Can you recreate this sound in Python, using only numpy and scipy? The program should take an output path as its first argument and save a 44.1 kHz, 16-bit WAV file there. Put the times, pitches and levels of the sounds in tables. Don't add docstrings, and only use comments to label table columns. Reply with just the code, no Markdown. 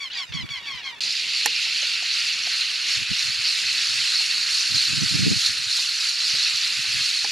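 import sys
import numpy as np
from scipy import signal
from scipy.fft import rfft, irfft
from scipy.io import wavfile
from scipy.ndimage import uniform_filter1d

SR = 44100
rng = np.random.default_rng(int(sys.argv[2]) if len(sys.argv) > 2 else 0)


def master_out(mix):
    frames = np.transpose(np.atleast_2d(mix))
    ceiling = np.clip(frames, -1, 1)
    pcm = np.round(ceiling * 32767).astype(np.int16)
    wavfile.write(sys.argv[1], SR, pcm)


N = 322371
T = np.arange(N) / SR
FADE_S, CUT_S = 1.001, 1.0056

# time_s, level_db
HIGH_RIDE = [(1.01, -27), (1.2, -27.5), (1.26, -30), (1.4, -26), (1.52, -29), (1.62, -26), (1.7, -28.5),
             (1.8, -26), (2.03, -30), (2.12, -27.5), (2.29, -26.5), (2.38, -30), (2.56, -27.5),
             (2.83, -29.5), (2.92, -24), (3.06, -31.5), (3.21, -25), (3.38, -29.5), (3.46, -25.5),
             (3.75, -26), (4.06, -23.5), (4.45, -28), (4.55, -22.5), (4.7, -26.5), (4.76, -22.5),
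             (4.98, -26), (5.06, -24.5), (5.39, -25), (5.46, -21.5), (5.54, -27.5), (5.66, -29),
             (5.77, -23.5), (5.92, -28), (6.06, -24), (6.17, -28), (6.26, -23), (6.9, -28.5), (6.98, -25),
             (7.31, -27.5)]
# time_s, lower_db, deepest_db, treble_db
BAND_RIDES = [(1.01, -34.5, -52, -48.5), (1.4, -30.5, -48.5, -48), (1.8, -30, -45, -47.5),
              (2.4, -31.5, -45.5, -47), (2.9, -31.5, -44, -46.5), (3.5, -31.5, -44, -44.5),
              (4.1, -31.5, -42.5, -42.5), (4.7, -33, -42.5, -42), (5.3, -32.5, -42.5, -41.5),
              (5.7, -34.5, -44.5, -42), (6.1, -34, -44, -43), (6.4, -31.5, -43, -43.5),
              (7.0, -32, -43.5, -42.5), (7.31, -33.5, -45.5, -45)]
# pitch_hz, spread_hz, offset_db, peeps_per_s
NEAR_PEEPERS = [(4330, 220, -3., 150), (5250, 350, -12., 40), (5600, 350, -16., 9)]
def chorus():
    high_db = np.interp(T, *np.transpose(HIGH_RIDE))
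    quick_db = high_db - uniform_filter1d(high_db, SR // 2)
    times, *rides = np.transpose(BAND_RIDES)
    low_db, deep_db, treble_db = (np.interp(T, times, ride) for ride in rides)
    low_db += .37 * quick_db
    out = rasp_wash(deep_db + 14.5 + .42 * quick_db, low_db + 6, high_db, treble_db + 19 + quick_db)
    out += amp(low_db - 3.5 + 2 * drift(N, 4000)) * peeps(2722, spread_hz=120, per_s=130, width_hz=240)
    for hz, spread_hz, db, per_s in NEAR_PEEPERS:
        out += amp(high_db + db + 2 * drift(N, 3000)) * peeps(hz, spread_hz, per_s, width_hz=300)
    return out * amp([[-.75], [.75]]) * (T >= CUT_S)


# freq_hz, gain_db
WASH_EQ = [(410, -78), (700, -40), (968, -27), (1430, -10.5), (2190, -8.5), (2560, -5), (3190, -7.5),
           (4350, -2), (6100, -14.5), (6850, -13), (7600, -21), (10900, -28), (12400, -36.5), (14300, -58),
           (15500, -79)]
# freq_hz, side_db
WASH_WIDTH = [(60, 5), (110, 4), (200, 2), (380, 31), (700, 9), (1290, -14.5), (2380, -16.5), (4400, -15.5),
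              (8120, -8), (15000, -12.5)]
def rasp_wash(deep_db, low_db, high_db, treble_db):
    hz, t, low_rasps = rasps(per_s=300, depth=.25)
    high_rasps = rasps(per_s=490, depth=.56)[2]
    hz = hz[:, None] + 1
    high_share = np.clip(np.log2(hz / 2900) / .53, 0, 1)
    deep_share = np.clip(np.log2(2100 / hz) / .3, 0, 1)
    treble_share = np.clip(np.log2(hz / 5800) / .5, 0, 1)
    under_db = (1 - deep_share) * np.interp(t, T, low_db) + deep_share * np.interp(t, T, deep_db)
    over_db = (1 - treble_share) * np.interp(t, T, high_db) + treble_share * np.interp(t, T, treble_db)
    spectra = np.sqrt(1 - high_share) * low_rasps * amp(under_db)
    spectra += np.sqrt(high_share) * high_rasps * amp(over_db)
    patches = uniform_filter1d(rng.standard_normal(spectra.shape[1:]), 3, axis=0)
    spectra *= amp(1.5 * evened(uniform_filter1d(patches, 10, axis=1)))
    mid, side = coloured(signal.istft(spectra, SR, nperseg=256)[1][:, :N], WASH_EQ)
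    return amp(12) * stereo(mid, coloured(side, WASH_WIDTH))


def rasps(per_s, depth):
    call_power = clicks(per_s, spread_db=3) ** 2
    power = signal.lfilter([1], [1, -np.exp(-1 / (.0073 * SR))], call_power)
    noise = rng.standard_normal((2, N)) * np.sqrt(1 + depth * power / power.mean())
    return signal.stft(noise, SR, nperseg=256)


def peeps(hz, spread_hz, per_s, width_hz):
    out, pole = np.zeros(N), np.exp(-np.pi * width_hz / SR)
    for _ in range(3):
        pulses = clicks(per_s, spread_db=.59)
        pitch_hz = hz + spread_hz * drift(N, 485)
        carrier = np.exp(2j * np.pi * np.cumsum(pitch_hz) / SR)
        out += (carrier * signal.lfilter([1], [1, -2 * pole, pole ** 2], pulses / carrier)).real
    return evened(out)


# start_s, length_s, top_hz, end_hz, level_db, tilt_db_per_harmonic
PIPED_NOTES = [(0, 0.086, 1164, 986, -30, 1), (0.143, 0.046, 975, 914, -32, 1),
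               (0.168, 0.08, 1180, 980, -28.5, 1), (0.255, 0.069, 1274, 1170, -48.5, 5.5),
               (.33, .106, 1159, 950, -29.5, .5), (.42, 0.075, 1170, 1074, -41.5, -0.5),
               (0.496, 0.099, 1150, 984, -30, 0), (0.564, 0.066, 1147, 1100, -38, -1),
               (.625, 0.035, 980, 910, -41, 0), (.625, 0.044, 1140, 1110, -45, -2),
               (.66, 0.092, 1153, 1012, -30.5, -1), (0.742, 0.081, 1046, 895, -36, -0.5),
               (0.839, 0.081, 1113, 1002, -32, -1), (0.839, 0.064, 1200, 1160, -50, 11),
               (0.918, 0.037, 968, 930, -40.5, -4.5), (0.953, 0.068, 890, 830, -44, -2)]
def birds():
    calls = np.zeros(N)
    for start_s, *note in PIPED_NOTES:
        add(calls, start_s, piped_note(*note, flutter_db=4.2, jitter=.004))
    piping_db = 10 * np.log10(uniform_filter1d(calls ** 2, 1300).clip(1e-5))
    swell = amp(-43 + .35 * (piping_db + 32))
    calls += chips() + warbles() + whistles()
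    flock = swell * far_flock()
    calls += swell * far_notes(count=24)
    fade = np.clip((FADE_S - T) / .006, .12, 1) * (T < CUT_S)
    return (calls + amp(-9) * reflections(calls, t60_s=.06) + flock) * fade


# freq_hz, gain_db
THROAT_EQ = [(900, -16), (1150, -13), (2270, -2), (3350, 0), (4450, -6), (5670, -15), (6900, -24),
             (8000, -38), (10300, -37), (11500, -55)]
def piped_note(length_s, top_hz, end_hz, db, tilt_db, flutter_db, jitter):
    t = np.arange(0, length_s, 1 / SR)
    progress = t / length_s
    scoop = 1 - .0348 * np.exp(-t / .0099)
    hz = top_hz * scoop + (end_hz - top_hz) * progress ** 1.5
    level_db = db - 4 * np.exp(-t / .012) - 8 * progress ** 3
    bright_db = tilt_db - 2.5 * (progress - .5)
    cycles = np.cumsum(hz * (1 + jitter * drift(len(t), 260))) / SR
    note = np.zeros(len(t))
    for k in range(1, 10):
        gain_db = curve_at(THROAT_EQ, k * hz) + bright_db * (min(k, 5) - 3)
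        gain_db += flutter_db * drift(len(t), 110)
        note += amp(gain_db) * np.sin(2 * np.pi * (k * cycles + rng.random()))
    rms = np.sqrt(uniform_filter1d(note ** 2, 900) + 1e-12)
    return amp(level_db) * note / rms * signal.windows.tukey(len(t), .15)


# start_s, level_db
CHIP_HITS = [(0.319, -28), (0.4865, -29), (0.654, -29), (0.8297, -32)]
def chips():
    out, t = np.zeros(N), np.arange(600) / SR
    for start_s, db in CHIP_HITS:
        envelope = amp(db - 60 * t / .053) * np.minimum(t / .0037, 1) ** 2
        add(out, start_s, envelope * evened(coloured(rng.standard_normal(len(t)), THROAT_EQ)))
    return out


# crest_s, crest_hz, dip_before_hz, level_db
WARBLE_PHRASES = [
    [(.119, 4050, 2890, -36), (.135, 4580, 3100, -34.5), (.153, 4950, 2720, -38), (.177, 5170, 3970, -39),
     (.192, 5450, 4150, -40), (.207, 5050, 4250, -46)],
    [(.238, 7600, 6850, -57), (.252, 7400, 6800, -51)],
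]
def warbles():
    out = np.zeros(N)
    for phrase in WARBLE_PHRASES:
        crest_s, crest_hz, dip_hz, db = np.transpose(phrase)
        t = np.arange(crest_s[0] - .023, crest_s[-1] + .0051, 1 / SR)
        swing_s = [crest_s[0] - .009, *crest_s, crest_s[-1] + .015]
        swing = np.interp(t, swing_s, [-.5, *range(len(phrase) + 1)])
        lift = .5 + .5 * np.cos(2 * np.pi * swing)
        floor_hz = np.interp(swing + .5, range(len(phrase)), dip_hz)
        hz = floor_hz + (np.interp(t, crest_s, crest_hz) - floor_hz) * lift
        level_db = np.interp(t, crest_s, db) + .5 * (1 - lift)
        add(out, t[0], whistle_tone(hz, level_db, partials_db=-11))
    return out


# start_s, length_s, first_hz, last_hz, level_db
WHISTLE_GLIDES = [(.718, .047, 5900, 4500, -46), (.785, .05, 6300, 3650, -52)]
def whistles():
    out = np.zeros(N)
    for start_s, length_s, first_hz, last_hz, db in WHISTLE_GLIDES:
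        hz = np.geomspace(first_hz, last_hz, round(length_s * SR))
        add(out, start_s, whistle_tone(hz, db, partials_db=-32))
    return out


def whistle_tone(hz, db, partials_db):
    phase = 2 * np.pi * np.cumsum(hz) / SR
    tone = np.sqrt(2) * np.sin(phase) + amp(partials_db) * (np.sin(.5 * phase) + np.sin(1.5 * phase))
    return amp(db + 2 * drift(len(hz), 90)) * tone * signal.windows.tukey(len(hz), .2)


# start_s, level_db, pitch_hz, left_over_right_db, crack_db
KNOCK_HITS = [(1.459, -18.5, 850, -8, -6.5), (1.667, -41.5, 880, -4.5, -6), (1.83, -38.5, 597, -4.0, 3),
              (2.025, -38, 734, -8, -15), (2.472, -35, 720, -8, -6), (4.206, -37.5, 890, -7, -10),
              (5.79, -40, 935, -10, -8.0), (6.348, -42.5, 520, -9, 6), (6.844, -48, 800, -9, 14),
              (7.246, -28, 825, -11, -17)]
# pitch_ratio, gain_db, t60_s
SHELL_MODES = [(1, 1.5, 0.035), (2.15, 4, 0.017), (.35, -23.5, 0.12), (.55, -16, 0.11), (1.2, -9, 0.05)]
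# freq_hz, gain_db
CRACK_EQ = [(300, -30), (1000, -16), (1850, 6), (3000, -12), (5900, -3), (8500, -8), (11000, -9),
            (15500, -30)]
def knocks():
    out, t = np.zeros((2, N)), np.arange(3000) / SR
    attack = np.minimum(t / .00034, 1)
    crack_decay = amp(-60 * t / .018) + amp(-14 - 60 * t / .06)
    for start_s, db, hz, pan_db, crack_db in KNOCK_HITS:
        ring = np.zeros(len(t))
        for ratio, mode_db, t60_s in SHELL_MODES:
            hardness_db = .5 * (db + 31) * (ratio > 2)
            ring += amp(mode_db + hardness_db - 60 * t / t60_s) * np.sin(2 * np.pi * ratio * hz * t)
        crack = evened(coloured(rng.standard_normal(len(t)), CRACK_EQ))
        crack *= amp(crack_db + .5 * (db + 43.5)) * crack_decay
        pan = amp([[pan_db / 2], [-pan_db / 2]])
        add(out, start_s, amp(db) * (ring + crack) * attack * pan)
    return signal.lfilter(*signal.butter(2, 200, "high", fs=SR), out)


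# centre_s, level_db
BUFFET_HITS = [(0.312, -37), (0.356, -28), (0.4, -34), (0.442, -30), (0.516, -39), (2.98, -35),
               (3.02, -34.5), (3.118, -26), (3.255, -41), (3.293, -36.5), (3.39, -41), (3.907, -42),
               (3.959, -44), (4.721, -32.5), (4.759, -28), (4.895, -32.5), (4.934, -28), (4.983, -24.5),
               (5.029, -20), (5.058, -30), (5.122, -26.5), (5.157, -20), (5.2, -21), (5.234, -18.5),
               (5.272, -15), (5.319, -17), (5.366, -25.5), (5.502, -36), (5.591, -40.5), (6.342, -37.5),
               (6.385, -45), (6.794, -37), (6.897, -42), (6.955, -33.5), (7.005, -37)]
# freq_hz, gain_db
BUFFET_EQ = [(15, -54), (25, -46), (97, 1), (172, 4.5), (216, -3), (275, -6), (392, -15), (433, -22.5),
             (1200, -42), (1560, -76), (2640, -120)]
def wind(width_s=.022, eddy_lag_s=.12):
    out = np.zeros((2, N))
    t = np.arange(-3 * width_s, 3 * width_s, 1 / SR)
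    hump = np.exp(-1.8 * (t / width_s) ** 2)
    eddies = [(s - eddy_lag_s * np.log(rng.random()), rng.uniform(-48.5, -40.5)) for s, _ in BUFFET_HITS]
    for centre_s, db in BUFFET_HITS + eddies:
        eq = [(hz * amp(.18 * (db + 23)), gain) for hz, gain in BUFFET_EQ]
        rumble = coloured(rng.standard_normal((2, SR // 4)), eq)[:, :len(t)]
        mid, side = (evened(x * hump) * hump.std() for x in rumble)
        add(out, centre_s - 3 * width_s, amp(db) * stereo(amp(-9) * mid - .16 * side, side))
    return out


def far_notes(count):
    out = np.zeros(N)
    for start_s, pitch, length, size in rng.random((count, 4)):
        hz, length_s, db = 800 + 500 * pitch, .068 + .029 * length, -6.5 + 13.7 * size
        add(out, start_s, piped_note(length_s, hz, .85 * hz, db, tilt_db=0, flutter_db=2, jitter=.0046))
    return out


# freq_hz, gain_db
FLOCK_EQ = [(410, -65), (700, -23), (1090, -28), (1370, -8.5), (2220, -4.5), (2560, -4), (3190, -9),
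            (4300, -10), (4890, -14.5), (15500, -35.5)]
def far_flock():
    mid, side = coloured(rng.standard_normal((2, N)), FLOCK_EQ)
    return evened(stereo(mid, .6 * side)) * amp(1.9 * drift(N, 300))


def reflections(x, t60_s):
    t = np.arange(SR // 5) / SR
    taps = rng.standard_normal((2, len(t))) * (rng.random((2, len(t))) < .05)
    taps *= amp(-60 * t / t60_s) * (t > .003)
    return signal.fftconvolve(x[None], taps / np.linalg.norm(taps[0]), axes=1)[:, :N]


# freq_hz, gain_db
AIR_EQ = [(15, -51), (25, -15.5), (162, -1), (219, -3.5), (642, -6.5), (764, -8), (1100, -6), (1430, -9),
          (2420, -120)]
def air():
    return amp(-56.5 + 2.3 * drift(N, 1600)) * evened(coloured(rng.standard_normal((2, N)), AIR_EQ))


def amp(db):
    return 10 ** (np.asarray(db) / 20)


def evened(x):
    return x / np.sqrt(np.mean(x ** 2) + 1e-20)


def curve_at(eq, hz):
    freq_hz, gain_db = np.transpose(eq)
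    return np.interp(np.log(hz + 1), np.log(freq_hz + 1), gain_db)


def coloured(x, eq):
    hz = np.fft.rfftfreq(x.shape[-1], 1 / SR)
    return irfft(rfft(x) * amp(curve_at(eq, hz)), x.shape[-1])


def drift(length, span):
    return evened(uniform_filter1d(uniform_filter1d(rng.standard_normal(length), span), span))


def clicks(per_s, spread_db):
    return amp(spread_db * np.minimum(rng.exponential(1, N), 4)) * (rng.random(N) < per_s / SR)


def add(mix, start_s, sound):
    part = mix[..., max(round(start_s * SR), 0):][..., :sound.shape[-1]]
    part += sound[..., :part.shape[-1]]


def stereo(mid, side):
    return np.array([mid + side, mid - side])


def scene():
    return birds() + chorus() + knocks() + wind() + air()


def record(dry):
    return signal.oaconvolve(dry, signal.firwin(511, 15700, window=("kaiser", 9), fs=SR)[None], "same")


dry = scene()
out = record(dry)
master_out(out)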